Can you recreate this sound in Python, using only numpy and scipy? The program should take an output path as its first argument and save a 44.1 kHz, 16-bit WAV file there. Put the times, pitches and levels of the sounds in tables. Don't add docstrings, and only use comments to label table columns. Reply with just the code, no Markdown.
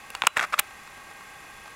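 import sys
import numpy as np
from scipy import signal
from scipy.fft import rfft, irfft, next_fast_len
from scipy.io import wavfile
from scipy.ndimage import map_coordinates

SR = 44100
rng = np.random.default_rng(int(sys.argv[2]) if len(sys.argv) > 2 else 0)


def int16_out(signal):
    q = np.round(np.clip(np.atleast_2d(signal).T, -1, 1) * 32767)
    wavfile.write(sys.argv[1], SR, q.astype(np.int16))


N = 77175

# centre in Hz, width in Hz, lift in dB.
BOARD_RESONANCES = [(608, 23, 6.5), (814, 59, 6.5), (1236, 110, 1.5), (1750, 92, 1), (2140, 290, 1.5),
                    (3310, 107, 8.5)]


def amp(db):
    return 10 ** (np.asarray(db) / 20)


def add(out, start_s, x):
    i = round(start_s * SR)
    out[i:i + len(x)] += x[:len(out) - i]


def fade(t, t60):
    return np.exp(-np.log(1000) * t / t60)


def wobble(knots_per_s):
    return map_coordinates(rng.standard_normal(N // 100), [np.arange(N) * knots_per_s / SR], mode="wrap")


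def colour(x, spectrum, resonances=()):
    size = 2 * next_fast_len(len(x))
    hz = np.fft.rfftfreq(size, 1 / SR)
    point_hz, point_db = np.transpose(spectrum)
    db = np.interp(np.log(hz + 1), np.log(point_hz), point_db)
    for centre, width, lift in resonances:
        db = db + lift / (1 + (2 * (hz - centre) / width) ** 2)
    cepstrum = irfft(np.log(amp(db)))
    cepstrum[1:size // 2] *= 2
    cepstrum[size // 2 + 1:] = 0
    return irfft(rfft(x, size) * np.exp(rfft(cepstrum)), size)[:len(x)]


def noise(spectrum, resonances=()):
    x = colour(rng.standard_normal(N), spectrum, resonances)
    return x / np.sqrt(np.mean(x ** 2) + 1e-20)


def burst(t60, spectrum, resonances=(), top_hz=SR):
    t = np.arange(4096) / SR
    attack_s = 0.08 * t60
    envelope = (1 - np.exp(-t / attack_s)) * fade(t, t60)
    x = rng.standard_normal(len(t)) * envelope
    for _ in range(3):
        even = irfft(np.exp(1j * np.angle(rfft(x))))
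        x = envelope * np.cos(np.angle(signal.hilbert(even)))
    rolled_off = [(hz, db - 10 * np.log10(1 + (hz / top_hz) ** 4)) for hz, db in spectrum]
    x = colour(x, rolled_off, resonances)
    return x / np.linalg.norm(x) * np.sqrt(SR / 1000)


def tape_drive():
    # frequency in Hz, level in dB.
    whine_lines = [(1262, -64.5), (1292, -64), (1547, -62), (1577, -63), (1605, -57), (1863, -58.5),
                   (1894, -63), (2151, -61.5), (2180, -71), (2437, -82), (2466, -62.5), (6115, -72),
                   (6148, -72), (7564, -110), (7881, -89.5), (10190, -70.5)]
    whir_eq = [(400, -35.5), (700, -5.5), (810, 11), (950, -22.5), (1120, 8.5), (1400, -21), (3000, -34.5)]
    hiss_eq = [(20, 0.5), (40, 7.5), (90, 4), (300, 2.5), (700, 1.5), (1400, -2), (2300, 2), (2850, 1),
               (3200, -5), (4200, -5), (6500, -9), (7200, -3.5), (8300, -12.5), (10800, -13.5),
               (13000, -15), (15700, -23)]
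    # centre in Hz, width in Hz, lift in dB.
    shell_resonances = [(833.6, 82, 9.2), (1110, 140, 14.6), (1577, 130, 9.5), (2045, 154, 7.7),
                        (2570, 68, 9.5), (3426, 110, 8.9), (9050, 340, 8.7), (12160, 400, 4)]
    trim_db, flutter_db, wander_hz = -0.5, 0.5, 1.5
    whine = np.zeros(N)
    for hz, db in whine_lines:
        rms = amp(db + trim_db + flutter_db * wobble(9.9))
        phase = 2 * np.pi * np.cumsum(hz + wander_hz * wobble(20)) / SR
        whine += rms * np.sqrt(2) * np.sin(phase)
    whir = amp(-57 + 1.5 * wobble(44.47)) * noise(whir_eq)
    hiss = amp(-47.5) * noise(hiss_eq, shell_resonances)
    return hiss + whir + whine


def head_drum():
    # frequency in Hz, level in dB.
    brush_eq = [(9700, -29), (10400, 9), (10750, -2), (11300, -1), (12400, -11), (13500, -35)]
    turns_per_s, first_brush_s, sharpness = 29.97, 0.0037, 5.2
    t = np.arange(N) / SR
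    pulses = abs(np.cos(np.pi * turns_per_s * (t - first_brush_s))) ** sharpness
    return amp(-60 + wobble(23.4)) * pulses * noise(brush_eq)


def clicks():
    # start in seconds, T60 of knock and snap in seconds, knock in dB, snap in dB,
    # snap centre in Hz, the part's pitch in Hz, its ring in dB, thud in dB.
    contacts = [ (0.1028, 0.0048, -37, -33, 9600, 2680, -29.5, -41),
                (.1495, 0.014, -24.5, -35, 7700, 990, -21.5, -50),
                (.1505, 0.0041, -38, -29, 7340, 4530, -26, -68),
                (0.1511, 0.006, -48, -39, 7500, 2810, -22.5, -57.5),
                (.2201, .002, -15.5, -17, 3730, 1134, -15.5, -41),
                (0.222, 0.0024, -24, -41, 3300, 1460, -17, -48),
                (0.2364, 0.0065, -20.5, -39, 3000, 880, -18, -30),
                (0.2485, 0.016, -39, -32, 3000, 2340, -26, -43),
                (.2690, 0.0051, -16.5, -7, 7840, 1143, -3.5, -53),
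                (0.2713, 0.0044, -7, -3, 2570, 2460, -32, -39),
                (.2720, 0.0076, -6.5, -14.5, 11300, 1430, -13, -36),
                (0.3687, 0.014, -11, -25, 8300, 1890, -6, -26),
                (0.3736, 0.011, -14.5, -23.5, 8110, 1316, -16, -30),
                (0.3941, 0.00186, -12.5, -23, 2080, 1486, -11, -34),
                (0.3986, 0.0084, -23.5, -56, 4000, 1225, -14, -42),
                (0.4098, 0.011, -22, -39, 8100, 1650, -21, -38),
                (.4385, 0.0036, -22.5, -44.5, 7900, 1240, -16, -36),
                (.5353, .005, -23.5, -46, 3700, 1390, -20, -58),
                (0.5395, .010, -18, -41, 2340, 1244, -6.5, -55),
                (.5870, 0.011, -26, -26, 7500, 3950, -23, -61),
                (0.5901, 0.0041, -15.5, -17.5, 3830, 2080, -19, -33),
                (0.5929, 0.0055, -14, -8.5, 11940, 2790, -16, -58),
                (.5960, 0.0053, -17, -9, 9700, 1545, -16.5, -54),
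                (.5995, 0.0083, -17.5, -26, 10900, 2100, -26.5, -46)]
    # frequency in Hz, level in dB.
    knock_eq = [(100, -53), (350, -17), (600, -11.5), (850, -2.5), (1300, 3), (2000, -2.5), (2700, 0),
                (3100, -15.5), (3700, -6), (4600, -29.5), (8000, -24), (16000, -68)]
    snap_eq = [(800, -33.5), (2500, 16.5), (4000, 3.5), (5900, 0.5), (7500, 2.5), (9000, -3), (10500, 0.5),
               (13000, -3), (15500, 6)]
    thud_eq = [(40, -13), (100, -3.5), (180, 4), (300, -1), (600, 4.5), (1500, -43), (5000, -80)]
    snap_lift_db, ring_attack_s = 13.5, 0.00064
    out, t = np.zeros(N), np.arange(SR // 2) / SR
    ring_envelope = fade(t, t60=0.016) * (1 - np.exp(-t / ring_attack_s))
    for start_s, t60, knock_db, snap_db, snap_hz, part_hz, ring_db, thud_db in contacts:
        snap_peak = [(snap_hz, 0.53 * snap_hz, snap_lift_db)]
        add(out, start_s, amp(knock_db) * burst(t60, knock_eq, BOARD_RESONANCES))
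        add(out, start_s, amp(snap_db) * burst(t60, snap_eq, snap_peak, top_hz=1.65 * snap_hz))
        add(out, start_s, amp(thud_db) * burst(t60=0.022, spectrum=thud_eq))
        add(out, start_s, amp(ring_db) * np.sin(2 * np.pi * part_hz * t) * ring_envelope)
    return out


def scrapes():
    # start in seconds, length in seconds, level in dB.
    strokes = [(0.133, 0.053, -47.5), (0.234, 0.051, -38.5), (.359, 0.0071, -33.5), (0.366, 0.0039, -21),
               (0.381, 0.0035, -22), (0.394, 0.0048, -22.5), (0.407, 0.014, -28), (0.423, 0.011, -26),
               (.438, 0.013, -29), (0.523, 0.022, -29.5), (0.576, 0.029, -33)]
    # frequency in Hz, level in dB.
    scrape_eq = [(60, -45), (180, -28), (400, -16), (650, -7.5), (1000, -6), (1300, 1), (1800, -3.5),
                 (2400, -5.5), (3000, -19.5), (4500, -17), (8000, -23.5), (12000, -30), (16000, -46)]
    attack_s, release_s, slips_per_s, spread_db = 0.0009, 0.0035, 2700, 3
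    out, t = np.zeros(N), np.arange(SR // 10) / SR
    for start_s, length_s, db in strokes:
        slipping = rng.random(len(t)) < slips_per_s / SR
        slips = slipping * amp(spread_db * rng.standard_normal(len(t))) * rng.choice([-1, 1], len(t))
        envelope = (1 - np.exp(-t / attack_s)) * np.exp(-np.maximum(t - length_s, 0) / release_s)
        crackle = colour(slips * envelope, scrape_eq, BOARD_RESONANCES)
        add(out, start_s, amp(db) * crackle / np.linalg.norm(crackle) * np.sqrt(length_s * SR))
    return out


def metal_ring():
    # frequency in Hz, level in dB, T60 in seconds.
    modes = [(3430, -45, 0.15), (3962, -42, 0.27)]
    start_s = 0.270
    out, t = np.zeros(N), np.arange(SR // 2) / SR
    for hz, db, t60 in modes:
        add(out, start_s, amp(db) * np.sin(2 * np.pi * hz * t) * fade(t, t60))
    return out


def settling_ticks():
    # start in seconds, relative level in dB.
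    ticks = [(0.641, -34), (0.707, -29), (0.874, -27), (0.975, -28.5), (1.111, -25.5), (1.207, -26.5),
             (1.444, -31), (1.657, -25), (1.677, -25)]
    # frequency in Hz, level in dB.
    tick_eq = [(300, -37.5), (800, 3.5), (1400, 3), (2600, -13), (4000, -12), (12000, -26)]
    trim_db, t60 = -10, 0.014
    out = np.zeros(N)
    for start_s, db in ticks:
        add(out, start_s, amp(db + trim_db) * burst(t60, tick_eq, BOARD_RESONANCES))
    return out


def room(x):
    t = np.arange(SR // 2) / SR
    tail = colour(rng.standard_normal(len(t)) * fade(t, t60=0.25), [(2500, -3), (12000, -14.5)])
    return signal.fftconvolve(x, tail / np.linalg.norm(tail))[:N]


def scene():
    handling = clicks() + settling_ticks() + metal_ring() + scrapes()
    return (handling + amp(-28) * room(handling) + tape_drive() + head_drum())[None]


def record(dry):
    threshold_db, attack_s, recover_db_per_s, top_hz = -4.5, 0.0013, 73, 15900
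    over_db = np.maximum(20 * np.log10(abs(dry[0]) + 1e-9) - threshold_db, 0)
    recovery_db = recover_db_per_s * np.arange(N) / SR
    duck_db = np.maximum.accumulate(over_db + recovery_db) - recovery_db
    lag = np.exp(-1 / (attack_s * SR))
    for _ in range(2):
        duck_db = signal.lfilter([1 - lag], [1, -lag], duck_db)
    low_pass = signal.butter(48, top_hz, fs=SR, output="sos")
    return signal.sosfilt(low_pass, dry * amp(-duck_db))


dry = scene()
out = record(dry)
int16_out(out)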